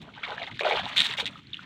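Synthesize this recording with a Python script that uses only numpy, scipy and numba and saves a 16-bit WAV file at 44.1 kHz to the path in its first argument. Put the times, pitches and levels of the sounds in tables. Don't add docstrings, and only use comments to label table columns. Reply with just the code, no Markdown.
import sys
import numpy as np
from scipy import signal
from scipy.fft import rfft, irfft
from scipy.io import wavfile
from scipy.ndimage import uniform_filter1d
from numba import njit

SR = 44100
rng = np.random.default_rng(int(sys.argv[2]) if len(sys.argv) > 2 else 0)


def waveform_to_disk(signal):
    frames = np.transpose(np.atleast_2d(signal))
    scaled = np.clip(frames, -1, 1) * 32767
    samples = np.round(scaled).astype(np.int16)
    wavfile.write(sys.argv[1], SR, samples)


def invert_db(level):
    return 10 ** (np.asarray(level, dtype=float) / 20)


N = 72765

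RISE_PER_CYCLE, ONSET_CYCLES = 0.0075, 1.26


def glugs():
    # t/s, level/dB, starting f/Hz
    large = [(0.175, -32, 820), (0.282, -27, 713), (0.304, -23, 784), (0.399, -26.5, 710),
             (0.415, -23.5, 677), (0.424, -23.5, 688), (0.48, -30, 805), (0.607, -21, 462),
             (0.634, -33, 450), (0.65, -9, 717), (0.662, -9, 602), (0.709, -8.5, 782), (0.728, -13, 726),
             (0.794, -16, 737), (0.864, -24, 812), (1.198, -24, 1325), (1.225, -27, 452)]
    return bubbles(large, 11.9)


def plinks():
    # t/s, level/dB, starting f/Hz
    small = [(0.0898, -34, 1340), (0.138, -36.5, 2130), (0.179, -31, 1480), (0.2324, -23.5, 1366),
             (0.2373, -17, 2164), (0.2455, -20.5, 2030), (0.2775, -25.5, 2080), (0.3192, -21.5, 1420),
             (0.38, -18, 1660), (0.419, -20, 2190), (0.4356, -22, 1980), (0.4672, -29.5, 3430),
             (0.474, -24.5, 2000), (0.5142, -27.5, 1970), (0.575, -33, 4670), (0.5933, -17, 1682),
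             (0.609, -14, 2287), (0.6339, -16.5, 2350), (0.6474, -17.5, 1344), (0.6704, -14, 1413),
             (0.6978, -17.5, 3360), (0.7113, -12.5, 2170), (0.723, -12.5, 2260), (0.7881, -21, 1520),
             (0.7982, -33, 5900), (1.1378, -18.5, 1900), (1.188, -15, 2210), (1.268, -20.5, 2590),
             (1.281, -22.5, 2400), (1.334, -39.5, 3300), (1.371, -39, 2820), (1.3557, -29.5, 1230),
             (1.3893, -40, 1190), (1.4706, -35.5, 4030), (1.5318, -24, 3470), (1.5344, -22, 3480),
             (1.543, -20, 2784), (1.5694, -28, 3180), (1.5918, -26.5, 1382)]
    return bubbles(small, 15.5)


def bubbles(table, cycles):
    at, db, hz = np.array(table, float).T.copy()
    return ring(at, invert_db(db), hz, cycles + 0 * at, RISE_PER_CYCLE, ONSET_CYCLES)


def ticks():
    # t/s, level/dB, treble snap level/dB
    impacts = [(0.3056, -22, -50), (0.4305, -20, -49), (0.5937, -18, -27), (0.6351, -26, -26),
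               (0.8558, -16, -33), (0.9678, -12, -22), (0.9695, -9, -21), (0.9729, -8, -18),
               (0.9791, -3, -9), (0.9831, -3, -15), (0.9918, -6, -19), (0.9967, -8, -22), (1.0025, -7, -17),
               (1.0046, 0, -5), (1.0186, -4, -12), (1.0211, -11, -21), (1.0436, -15, -17),
               (1.0481, -11, -14), (1.0552, -13, -27), (1.057, -12, -25), (1.0638, -13, -23),
               (1.0678, -11, -20), (1.089, -20, -31), (1.1118, -14, -28), (1.1379, -20, -22),
               (1.2038, -14, -30), (1.2077, -12, -18), (1.2455, -25, -31), (1.2569, -13, -35),
               (1.2651, -14, -25), (1.2763, -17, -24), (1.3091, -46, -37)]
    tick_hz, tick_cycles = 3660, 5.35
    snap_hz, snap_cycles = 8200, 9.5
    at, db, snap_db = np.array(impacts, float).T.copy()
    same = 0 * at
    tick = ring(at, invert_db(db), tick_hz + same, tick_cycles + same, 0., 0.45)
    snap = ring(at, invert_db(snap_db), snap_hz + same, snap_cycles + same, 0., .9)
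    return tick + snap


def spray():
    # start t/s, hold t/s, drop level/dB, fine mist level/dB
    showers = [(.01, 0.01, -48, -51.5), (0.133, 0.088, -50, -72), (0.229, 0.0096, -29, -55.5),
               (0.26, 0.091, -42.5, -58), (0.368, 0.078, -40, -60.5), (0.452, 0.032, -43.5, -57.5),
               (0.506, 0.0044, -40, -55), (0.536, 0.034, -42, -60), (0.586, 0.025, -37, -45),
               (0.639, .16, -29.5, -47.5), (0.826, 0.15, -39, -54.5), (0.876, 0.015, -36, -45),
               (0.958, 0.056, -24, -32), (1.017, 0.051, -31, -36), (1.073, 0.067, -35.5, -46),
               (1.166, 0.027, -31.5, -38.5), (1.191, 0.011, -26.5, -34), (1.224, 0.018, -40.5, -63),
               (1.253, 0.0092, -27, -38.5), (1.302, 0.096, -53, -61), (1.529, 0.11, -50.5, -61.5)]
    hiss_hz, hiss_db = 8400, -6.5
    start, hold, db, mist_db = np.array(showers, float).T
    drop_gain = bursts(start, hold, db)
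    mist_gain = bursts(start, hold, mist_db, lull_db=-68)
    drops = swarm(1600, drop_gain, lambda t: 2766, octaves=0.43, cycles=8.8,
                  scatter_db=1, rise=0., onset=0.44)
    mist = swarm(4600, mist_gain, lambda t: 6600, octaves=0.3, cycles=9.9,
                 scatter_db=2.5, rise=0., onset=1.5)
    high_pass = signal.butter(2, hiss_hz, "high", fs=SR, output="sos")
    hiss = signal.sosfilt(high_pass, rng.standard_normal(N))
    return drops + mist + invert_db(hiss_db) * mist_gain * hiss


def churn():
    # start t/s, hold t/s, level/dB, middle bubble f/Hz
    folds = [(0, 0.13, -52, 918), (0.15, 0.095, -48.5, 1210), (0.217, 0.06, -40, 1352),
             (0.27, 0.069, -37.5, 950), (0.338, 0.052, -40.5, 1114), (0.389, 0.051, -41, 746),
             (0.464, 0.037, -39.5, 1180), (0.6, 0.09, -30, 674), (0.649, 0.16, -28.5, 785),
             (0.756, 0.031, -32, 1262), (0.814, 0.13, -38, 1240), (0.968, 0.088, -37, 1530),
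             (1.024, 0.13, -39, 1413), (1.177, 0.032, -33.5, 1049), (1.22, 0.081, -51, 986),
             (1.31, 0.068, -53.5, 1510), (1.612, 0.094, -49.5, 1440)]
    start, hold, db, hz = np.array(folds, float).T
    gain = bursts(start, hold, db, lull_db=-67)
    return swarm(800, gain, stepped(start, hz), octaves=0.553, cycles=9,
                 scatter_db=2.5, rise=RISE_PER_CYCLE, onset=ONSET_CYCLES)


def breeze():
    # f/Hz, level/dB
    rumble = [(20, -51), (45, -13.5), (90, -2), (160, 4), (280, 0), (380, -10.5), (700, -34), (4000, -58)]
    # t/s, level over the breeze/dB
    stronger = [(0.033, 7.5), (0.541, 8), (0.778, 6.5), (0.851, 4.5), (1.008, 11)]
    breeze_db, gust_db = -50, 2.6
    gusts_per_s, puff_s = 22, 0.028
    k = int(SR / gusts_per_s)
    gust = uniform_filter1d(np.repeat(rng.standard_normal(100), k), k)[:N]
    t = np.arange(N) / SR
    puffs = sum(db * np.exp(-((t - s) / puff_s) ** 2) for s, db in stronger)
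    air = colour(rng.standard_normal(N), rumble)
    return air / air.std() * invert_db(breeze_db + gust_db * gust + puffs)


@njit
def ring(at, size, hz, cycles, rise, onset):
    y = np.zeros(N)
    for k in range(len(at)):
        i, phase, f = int(at[k] * SR), 0., hz[k]
        while i < N and phase < 3 * cycles[k]:
            swell = min(1., (phase + .05) / onset)
            fade = np.exp(-3 * phase / cycles[k])
            y[i] += size[k] * swell * fade * np.sin(2 * np.pi * phase)
            phase += min(f * (1 + rise * phase), .45 * SR) / SR
            i += 1
    return y


def swarm(per_s, gain, pitch, octaves, cycles, scatter_db, rise, onset):
    lowest_hz, highest_hz = 397, 15000
    clumps_per_s, clump_db = 45, 1.6
    u = rng.random((8000, 3))
    at = np.cumsum(-np.log(u[:, 0])) / per_s
    detune = 2 ** (octaves * rng.standard_normal(len(at)))
    hz = np.clip(pitch(at) * detune, lowest_hz, highest_hz)
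    size = invert_db(scatter_db * np.minimum(-np.log(u[:, 1]), 3)) * np.sign(u[:, 2] - .5)
    clump = np.minimum(at * clumps_per_s, 3999).astype(int)
    size = size * invert_db(clump_db * rng.standard_normal(4000)[clump])
    lengths = cycles * (.5 + u[:, 2])
    spread = ring(at, size, hz, lengths, rise, onset).std()
    birth = np.minimum((at * SR).astype(int), N - 1)
    return ring(at, size * gain[birth] / spread, hz, lengths, rise, onset)


def bursts(start, hold, db, lull_db=-57.5):
    attack_s, release_s = 0.0082, 0.013
    t = np.arange(N) / SR - start[:, None]
    rise = np.clip(t / attack_s, 0, 1)
    fall = np.exp(-np.maximum(t - hold[:, None], 0) / release_s)
    loudest = (invert_db(db)[:, None] * rise * fall).max(axis=0)
    return np.maximum(loudest, invert_db(lull_db))


def stepped(start, value):
    return lambda t: value[np.maximum(np.searchsorted(start, t) - 1, 0)]


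def colour(x, points):
    hz, db = np.array(points, float).T
    log_hz = np.log(np.linspace(1, SR / 2, 4097))
    cep = irfft(np.interp(log_hz, np.log(hz), db) * np.log(10) / 20)
    cep[1:4096] *= 2
    cep[4097:] = 0
    return signal.fftconvolve(x, irfft(np.exp(rfft(cep))))[:N]


def scene():
    # delay t/s, level/dB
    hull = [(.0032, -19), (.0071, -19.5), (.013, -13.5)]
    water = glugs() + plinks() + ticks() + spray() + churn()
    no_bass = signal.butter(4, 317, "high", fs=SR, output="sos")
    water = signal.sosfilt(no_bass, water)
    echoes = sum(invert_db(db) * np.pad(water, (int(s * SR), 0))[:N] for s, db in hull)
    return (water + echoes + breeze())[None]


def roll_off(x):
    return signal.sosfilt(signal.butter(12, 15830, fs=SR, output="sos"), x)


def record(dry):
    # f/Hz, level/dB
    response = [(30, 2), (300, -5), (2500, -2.5), (3600, 3), (4200, -1), (5000, -10.5), (6500, -10),
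                (11000, -16), (16000, -12.5)]
    mix = colour(dry[0], response)[None]
    return roll_off(mix)


dry = scene()
out = record(dry)
waveform_to_disk(out)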